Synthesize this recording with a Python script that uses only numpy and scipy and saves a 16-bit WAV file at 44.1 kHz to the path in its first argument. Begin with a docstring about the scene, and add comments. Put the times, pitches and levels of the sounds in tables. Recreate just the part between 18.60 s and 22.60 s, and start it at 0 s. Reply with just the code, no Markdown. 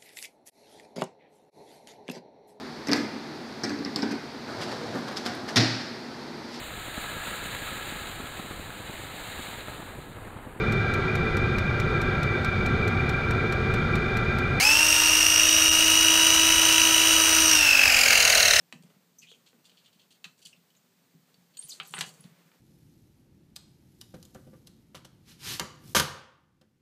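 """A lizard's glass tank in a quiet room, one microphone close to the front pane.
Over faint hiss and hum, a first tap clicks on the glass and soft bumps make the wooden cabinet boom.
Fingernail and claws tick and scuff along the pane, squeaking where they stick and slip, with one
sharp tap at 1.6 s. After a lull, a flurry of taps, scratches and bumps starts near 3 s, is loudest
at 3.4 s and thins out to a last small tick."""
import sys
import numpy as np
from scipy import signal
from scipy.fft import rfft, irfft, next_fast_len
from scipy.io import wavfile
from scipy.ndimage import map_coordinates

SR = 44100
rng = np.random.default_rng(int(sys.argv[2]) if len(sys.argv) > 2 else 0)


def generate_wav(signal):
    """Clip the signal to [-1, 1] and save it as 16-bit WAV at the path in sys.argv[1]."""
    frames = np.transpose(np.atleast_2d(signal))
    scaled = np.clip(frames, -1, 1) * 32767
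    pcm = np.round(scaled).astype(np.int16)
    wavfile.write(sys.argv[1], SR, pcm)


N = 4 * SR

# decay of the small room: frequency_hz, t60_s
ROOM_DECAY = [(150, 0.57), (1000, 0.25), (3500, 0.17), (8000, 0.25), (15000, 0.092)]
# spectrum of the room tone and hiss: frequency_hz, gain_db
ROOM_TONE_COLOUR = [(25, -22), (55, -23), (85, -21), (107, -9.5), (147, -3), (176, 1), (209, -7),
                    (245, -2.5), (310, -12.5), (440, -12), (760, -16), (1300, -19), (2300, -20.5),
                    (4500, -18.5), (5500, -21), (8400, -21), (10000, -29), (12000, -21.5), (15000, -21.5)]
# course of a soft rustle of movement: time_s, level_db
RUSTLE_LEVELS = [(0, -80), (.3, -70), (.55, -79.5), (.95, -72.5), (1.5, -77.5), (2.9, -75.5), (3.2, -65.5),
                 (3.45, -65), (3.6, -62.5), (3.8, -68), (4, -73.5)]
# spectrum of that rustle: frequency_hz, gain_db
RUSTLE_COLOUR = [(60, -42), (170, -2), (310, -2), (430, -1), (640, -4), (800, -6.5), (2000, -7.5),
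                 (5000, -15.5), (12000, -21.5)]
# soft bumps on the cabinet: start_s, relative_level_db, pitch_hz
CABINET_BUMPS = [(0.127, -49, 235), (0.148, -46, 170), (0.194, -51.5, 176.5), (0.236, -51.5, 160),
                 (.29, -65.5, 190), (0.357, -58, 185.4), (0.618, -61, 165), (.935, -59.5, 228),
                 (1.352, -63, 194), (1.655, -54, 181.6), (1.848, -64.5, 162), (1.971, -61.5, 175),
                 (2.535, -59.5, 265), (2.543, -53.5, 158.4), (2.774, -58, 164), (2.812, -66, 158),
                 (3.039, -56, 149), (3.199, -54.5, 163), (3.305, -51.5, 165), (3.343, -53, 164),
                 (3.377, -44.5, 162), (3.41, -45.5, 162), (3.461, -51, 150.8), (3.588, -54, 157.6),
                 (3.643, -43, 161.5), (3.734, -66, 162), (3.849, -61, 165)]
# modes of the wooden cabinet: multiple_of_bump_pitch, gain_db, t60_s
CABINET_MODES = [(.8, -4.5, 0.035), (1, 6.5, 0.085), (1.45, -4.5, 0.083), (2.4, -22, 0.078)]
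# dry scuffs of claws along the pane: start_s, length_s, level_db, treble_db
CLAW_SCUFFS = [(0.613, 0.039, -61, 0.5), (0.677, 0.088, -68.5, 10), (0.857, 0.043, -61.5, -6.5),
               (1.041, 0.03, -61, -0.5), (1.078, 0.063, -69, -6), (1.166, .045, -62, -10.5),
               (1.238, 0.044, -63, -10), (1.323, 0.034, -67.5, -4), (1.39, 0.042, -64, -9),
               (1.504, 0.032, -62, -1), (1.54, 0.026, -66.5, -6), (1.775, 0.037, -66.5, 10),
               (1.816, 0.021, -58, 0), (1.849, 0.025, -49, 4), (1.961, 0.014, -67, -17),
               (2.936, 0.023, -64.5, -6), (2.992, 0.11, -58.5, 8), (3.082, 0.076, -51.5, 12.5),
               (3.229, 0.18, -60, 11), (3.331, 0.033, -53.5, 15), (3.383, 0.03, -52.5, 3),
               (3.453, 0.049, -53, 6), (3.515, 0.13, -66.5, 13)]
# spectrum of a scuff: frequency_hz, gain_db
SCUFF_COLOUR = [(300, -44), (2050, -20), (2450, -12.5), (3100, -2.5), (3900, -8.5), (4500, -2.5),
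                (5100, -14.5), (6800, -9.5), (8600, -13), (9800, -17.5), (15000, -27)]
# stick-slip squeaks: start_s, length_s, first_pitch_hz, last_pitch_hz, level_db, roughness_share
CLAW_SQUEAKS = [(.584, 0.0097, 6280, 5850, -51.5, 0.025), (0.585, 0.022, 7200, 6320, -56, 0.103),
                (0.616, 0.034, 2670, 2440, -56, 0.038), (0.661, 0.045, 2800, 3690, -57.5, 0.1),
                (0.693, 0.053, 3390, 3135, -57, 0.075), (1.849, 0.013, 5030, 4200, -50.5, 0.032),
                (1.856, 0.014, 3056, 2970, -52, 0.041), (1.928, 0.011, 2580, 2740, -55.5, 0.056),
                (2.162, 0.014, 6350, 7000, -66, 0.056), (2.969, 0.0083, 7180, 7000, -48, 0.017),
                (2.978, 0.0045, 7940, 8900, -45.5, 0.017), (2.99, 0.0098, 8750, 8660, -35.5, 0.0027),
                (3.012, 0.031, 10200, 10200, -55, 0.03), (3.031, 0.026, 10120, 8680, -47, 0.068),
                (3.08, 0.014, 14000, 11700, -51, 0.069), (3.088, 0.029, 8030, 4100, -43.5, 0.042),
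                (3.118, 0.0165, 3820, 4350, -44, 0.045), (3.27, 0.014, 12700, 10800, -55.5, 0.05),
                (3.281, 0.0066, 8250, 7840, -52.5, .04), (3.307, 0.0053, 10060, 9700, -49.5, 0.026),
                (3.32, 0.011, 8660, 6460, -53, 0.065), (3.339, 0.026, 8960, 8200, -45, 0.04),
                (3.355, 0.02, 10300, 8800, -52, 0.08), (3.393, 0.0063, 5900, 5560, -42.5, 0.016),
                (3.606, 0.007, 10270, 10900, -51, 0.015)]
# hard contacts with the pane:
# start_s, relative_level_db, bass_db, mid_db, treble_db, chatter_t60_s, resonance_hz
PANE_TAPS = [(0.1256, -36.5, 10, 1, -1.5, .014, 2500), (0.2247, -62, -12, -4, 13.5, 0.015, 4680),
             (0.235, -62.5, 25, 7, 15, 0.024, 3300), (.301, -65, 11, 11, 6, 0.03, 3000),
             (0.717, -49.5, 13.5, -3, 0, 0.0083, 3030), (.931, -67, 24, 12, -4, 0.01, 500),
             (1.096, -52.5, -1, -11, -5, 0.0099, 3050), (1.117, -55.5, 12.5, -3, -8, 0.026, 3020),
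             (1.511, -55.5, -13, -10, -3, 0.022, 4550), (1.6424, -30.5, -19.5, -8.5, -5, 0.033, 2650),
             (1.651, -46.5, 4, 11, 7, 0.039, 2560), (2.104, -61, 8, -4, 7.5, 0.023, 3000),
             (2.151, -60, 0, -8, 3, 0.022, 3900), (2.743, -55.5, 4, -8, 2.5, 0.016, 4500),
             (2.971, -42.5, -12, -13, 4, 0.02, 4450), (3.0245, -49, -22, -6, 4.5, 0.021, 3200),
             (3.2, -28.5, -12, 5, -14, 0.016, 2950), (3.2058, -39, -1, 2, -30, 0.044, 1440),
             (3.232, -58, -8, -6, 14, 0.033, 7800), (3.25, -52, -10, -12, 7, 0.03, 4500),
             (3.3389, -29.5, 1, 7, -20, 0.012, 1470), (3.367, -42, 9.5, 17, -10, 0.06, 1490),
             (3.3741, -46, -2, -6, 7, 0.0094, 3040), (3.382, -33.5, 11, 3.5, -6, 0.023, 4250),
             (3.388, -41, -11, 13, 16, 0.025, 7850), (3.409, -25.5, 0, 5, 6.5, 0.026, 3000),
             (3.4122, -28.5, 1.5, 4, 0, 0.012, 1017), (3.429, -51, -12, 4, 0, 0.045, 4300),
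             (3.441, -46, 2, -3, -9, .02, 3130), (3.473, -63, -2, 13, 17, 0.028, 4000),
             (3.491, -53, -5, -7, 15, .025, 4500), (3.539, -60.5, 6, -6, 16.5, 0.03, 4600),
             (3.639, -48.5, -4, -21, -5, 0.059, 4530), (3.917, -59.5, 3, 8, -15, 0.013, 2400)]
# spectrum of a tap's click: frequency_hz, gain_db
CLICK_COLOUR = [(70, -47), (170, -12.5), (310, -19.5), (420, -3), (630, -10.5), (800, -8), (1000, -8),
                (1300, -6), (1800, -4), (2150, -6), (2500, 1), (2900, 0.5), (4500, -2), (5100, -11.5),
                (8000, -11), (11000, -20.5), (15000, -26)]
# modes of the glass pane: frequency_hz, gain_db, t60_s
PANE_MODES = [(754, -13, .22), (792, -12, .22), (1010, -8, .15), (1240, -12, .16), (1410, -11, .13),
              (1520, -9, .1), (2010, -9, .08), (2367, -4, .1), (2720, 0, .08), (2927, 3, .1), (3130, 0, .1),
              (3280, -1, .07), (3742, -3, .08), (4560, -2, .11)]

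ROOM_TONE_DB, HUM_DB, RUSTLE_SWING_DB = -68.5, -78.5, 2.5
BOOM_HZ, BOOM_DB, BOOM_T60_S = 171, -20, 0.35  # the room's low resonance, woken by every bump
BUMP_ROOM_DB, SLIP_ROOM_DB, TAP_ROOM_DB = -11.5, -7, -7  # reverberation against direct sound
BUMP_GAIN_DB, BUMP_RISE_S = 26, 0.01
GRAINS_PER_S = 3500
JITTER_PER_S, GRIP_PER_S, GRIP_DB_PER_ROUGHNESS = 1000, 900, 60
OVERTONE_DB, SKID_PER_ROUGHNESS, SKID_HALF_WIDTH_HZ = -9.5, 11.25, 489
TAP_GAIN_DB, CONTACT_S = 19, 0.0019
SNAP_DB, SNAP_T60_S = -6, 0.019  # the snap's gain at this chatter t60; longer chatter softens it
SPOT_DB, SPOT_WIDTH = 8, 0.03  # each spot favours one resonance: boost, width as a share of its pitch
RING_DB, FULL_RING_DB, MODE_SCATTER_DB = -7, -26, 4  # blows below FULL_RING_DB ring the pane less
BASS_HZ, MID_HZ, TREBLE_HZ, TOP_HZ = 700, 2300, 4900, 15500


def amp(db):
    """Decibels to gain."""
    return 10 ** (np.asarray(db) / 20)


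def unit_rms(x):
    """Scaled to rms 1."""
    return x / np.sqrt(np.mean(x ** 2) + 1e-20)


def unit_energy(x):
    """Scaled to energy 1."""
    return x / np.sqrt(np.sum(x ** 2) + 1e-20)


def along(points, hz):
    """Reads (frequency_hz, value) points on a log frequency axis."""
    freqs, values = np.transpose(points)
    return np.interp(np.log(hz + 1), np.log(freqs + 1), values)


def wobble(per_s, size):
    """A smooth random curve with per_s knots a second."""
    return map_coordinates(rng.standard_normal(size + 4), [np.arange(size) * per_s / SR])


def add(track, start_s, x):
    """Mixes x in from start_s."""
    i = round(start_s * SR)
    track[i:i + len(x)] += x[:max(len(track) - i, 0)]


def coloured(x, gain_db):
    """x through a minimum-phase filter; gain_db is a function of Hz."""
    size = 2 * next_fast_len(len(x))
    cepstrum = irfft(np.log(amp(gain_db(np.fft.rfftfreq(size, 1 / SR)))), size)
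    cepstrum[1:size // 2] *= 2
    cepstrum[size // 2 + 1:] = 0
    return irfft(rfft(x, size) * np.exp(rfft(cepstrum)), size)[:len(x)]


def shelves(x, bass_db, mid_db, treble_db):
    """Three tone bands, each with its own gain: bass, mid and treble."""
    def gain_db(f):
        bass, bass_and_mid, under_treble = (1 / (1 + (f / hz) ** 6) for hz in (BASS_HZ, MID_HZ, TREBLE_HZ))
        return bass_db * bass + mid_db * (bass_and_mid - bass) + treble_db * (1 - under_treble)
    return coloured(x, gain_db)


def stroke(t, length, rise, fall):
    """Envelope of a claw stroke; rise and fall are shares of the length."""
    return np.clip(t / (rise * length), 0, 1) * np.clip((1 + fall / 2 - t / length) / fall, 0, 1)


def in_room(x, wet_db):
    """The direct sound plus the tail of a small room whose bass lingers longest."""
    hz, t, spectra = signal.stft(rng.standard_normal(SR // 2), SR, nperseg=256)
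    tail = signal.istft(spectra * amp(-60 * t / along(ROOM_DECAY, hz)[:, None]), SR, nperseg=256)[1]
    build_up = np.minimum(np.arange(len(tail)) / SR / 0.0047, 1)
    response = amp(wet_db) * unit_energy(tail * build_up)
    response[0] += 1
    return signal.fftconvolve(x, response)


def background():
    """Room tone, hiss, a faint wavering hum and a soft rustle of movement."""
    t = np.arange(N) / SR
    air = unit_rms(coloured(rng.standard_normal(N), lambda f: along(ROOM_TONE_COLOUR, f)))
    hum = unit_rms(np.sin(2 * np.pi * BOOM_HZ * t + wobble(5.3, N)) * amp(3.6 * wobble(10, N)))
    rustle = unit_rms(coloured(rng.standard_normal(N), lambda f: along(RUSTLE_COLOUR, f)))
    rustle_db = np.interp(t, *np.transpose(RUSTLE_LEVELS)) + RUSTLE_SWING_DB * wobble(45, N)
    return amp(ROOM_TONE_DB) * air + amp(HUM_DB) * hum + amp(rustle_db) * rustle


def cabinet_bumps():
    """A soft push swells into a few cycles of the cabinet's low modes and leaves a faint room boom."""
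    out, t = np.zeros(N), np.arange(SR // 2) / SR
    swell = 1 - np.exp(-(t / BUMP_RISE_S) ** 2)
    for start_s, level_db, pitch_hz in CABINET_BUMPS:
        modes = [(multiple * pitch_hz, db, t60) for multiple, db, t60 in CABINET_MODES]
        modes.append((BOOM_HZ, BOOM_DB, BOOM_T60_S))
        boom = sum(amp(db - 60 * t / t60) * np.sin(2 * np.pi * hz * t) for hz, db, t60 in modes)
        bump = amp(level_db + BUMP_GAIN_DB) * unit_energy(boom * swell)
        add(out, start_s, in_room(bump, BUMP_ROOM_DB))
    return out


def claw_scuffs():
    """Tiny uneven catches of a claw excite the pane's upper resonances."""
    out, t = np.zeros(N), np.arange(SR // 4) / SR
    for start_s, length_s, level_db, treble_db in CLAW_SCUFFS:
        catches = rng.uniform(-1, 1, len(t)) * (rng.random(len(t)) < GRAINS_PER_S / SR)
        flicker = amp(4 * np.tanh(wobble(230, len(t))))
        rasp = coloured(catches * flicker, lambda f: along(SCUFF_COLOUR, f))
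        rasp = unit_rms(shelves(rasp, 0, 0, treble_db))
        scuff = amp(level_db) * rasp * stroke(t, length_s, rise=0.18, fall=0.95)
        add(out, start_s, in_room(scuff, SLIP_ROOM_DB))
    return out


def claw_squeaks():
    """A claw sticks and slips at a gliding, uneven rate; rough strokes also skid."""
    out, t = np.zeros(N), np.arange(SR // 10) / SR
    for start_s, length_s, first_hz, last_hz, level_db, roughness in CLAW_SQUEAKS:
        glide_hz = np.interp(t, [0, length_s], [first_hz, last_hz])
        hz = glide_hz * (1 + roughness * wobble(JITTER_PER_S, len(t)))
        phase = 2 * np.pi * np.cumsum(hz) / SR
        tone = np.sin(phase) + amp(OVERTONE_DB) * np.sin(2 * phase) * (2 * hz < TOP_HZ)
        # a band of noise around the pitch
        skid = sum(wave(phase) * wobble(2 * SKID_HALF_WIDTH_HZ, len(t)) for wave in (np.sin, np.cos))
        grip = amp(GRIP_DB_PER_ROUGHNESS * roughness * np.tanh(wobble(GRIP_PER_S, len(t))))
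        voice = unit_rms((tone + SKID_PER_ROUGHNESS * roughness * skid) * grip)
        squeak = amp(level_db) * voice * stroke(t, length_s, rise=0.25, fall=0.93)
        add(out, start_s, in_room(squeak, SLIP_ROOM_DB))
    return out


def contact_click(chatter_t60_s, resonance_hz):
    """Nail or claw lands with a snap and a brief chatter, coloured by the spot it hits."""
    def colour_db(f):
        return along(CLICK_COLOUR, f) + SPOT_DB * np.exp(-((f / resonance_hz - 1) / SPOT_WIDTH) ** 2)
    t = np.arange(SR // 4) / SR
    decay = amp(-60 * np.maximum(t - CONTACT_S, 0) / chatter_t60_s)
    blow = unit_energy(rng.standard_normal(len(t)) * decay)
    blow[0] += amp(SNAP_DB) * (SNAP_T60_S / chatter_t60_s) ** 2
    return unit_energy(coloured(blow, colour_db))


def pane_ring():
    """The glass rings briefly, each mode at a scattered strength and a random phase."""
    t = np.arange(SR // 4) / SR
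    ring = np.zeros(len(t))
    for hz, db, t60 in PANE_MODES:
        decay = amp(db + rng.normal(0, MODE_SCATTER_DB) - 60 * t / t60)
        ring += decay * np.sin(2 * np.pi * (hz * t + rng.random()))
    return unit_energy(ring)


def pane_taps():
    """Each tap clicks and sets the pane ringing; light ones barely do."""
    out = np.zeros(N)
    for start_s, level_db, bass_db, mid_db, treble_db, chatter_t60_s, resonance_hz in PANE_TAPS:
        ring_db = RING_DB + np.clip(level_db + mid_db - FULL_RING_DB, -10, 0)
        strike = contact_click(chatter_t60_s, resonance_hz) + amp(ring_db) * pane_ring()
        tap = amp(level_db + TAP_GAIN_DB) * shelves(strike, bass_db, mid_db, treble_db)
        add(out, start_s, in_room(tap, TAP_ROOM_DB))
    return out


def scene():
    """Everything at one microphone close to the glass."""
    return (pane_taps() + claw_scuffs() + claw_squeaks() + cabinet_bumps() + background())[None]


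def record(dry):
    """The recorder has a 70 Hz low cut and drops everything above its band limit."""
    size = next_fast_len(N + SR // 2)
    low_cut = signal.sosfilt(signal.butter(3, 70, 'high', fs=SR, output='sos'), dry)
    in_band = np.fft.rfftfreq(size, 1 / SR) < TOP_HZ
    return irfft(rfft(low_cut, size) * in_band, size)[..., :N]


dry = scene()
out = record(dry)
generate_wav(out)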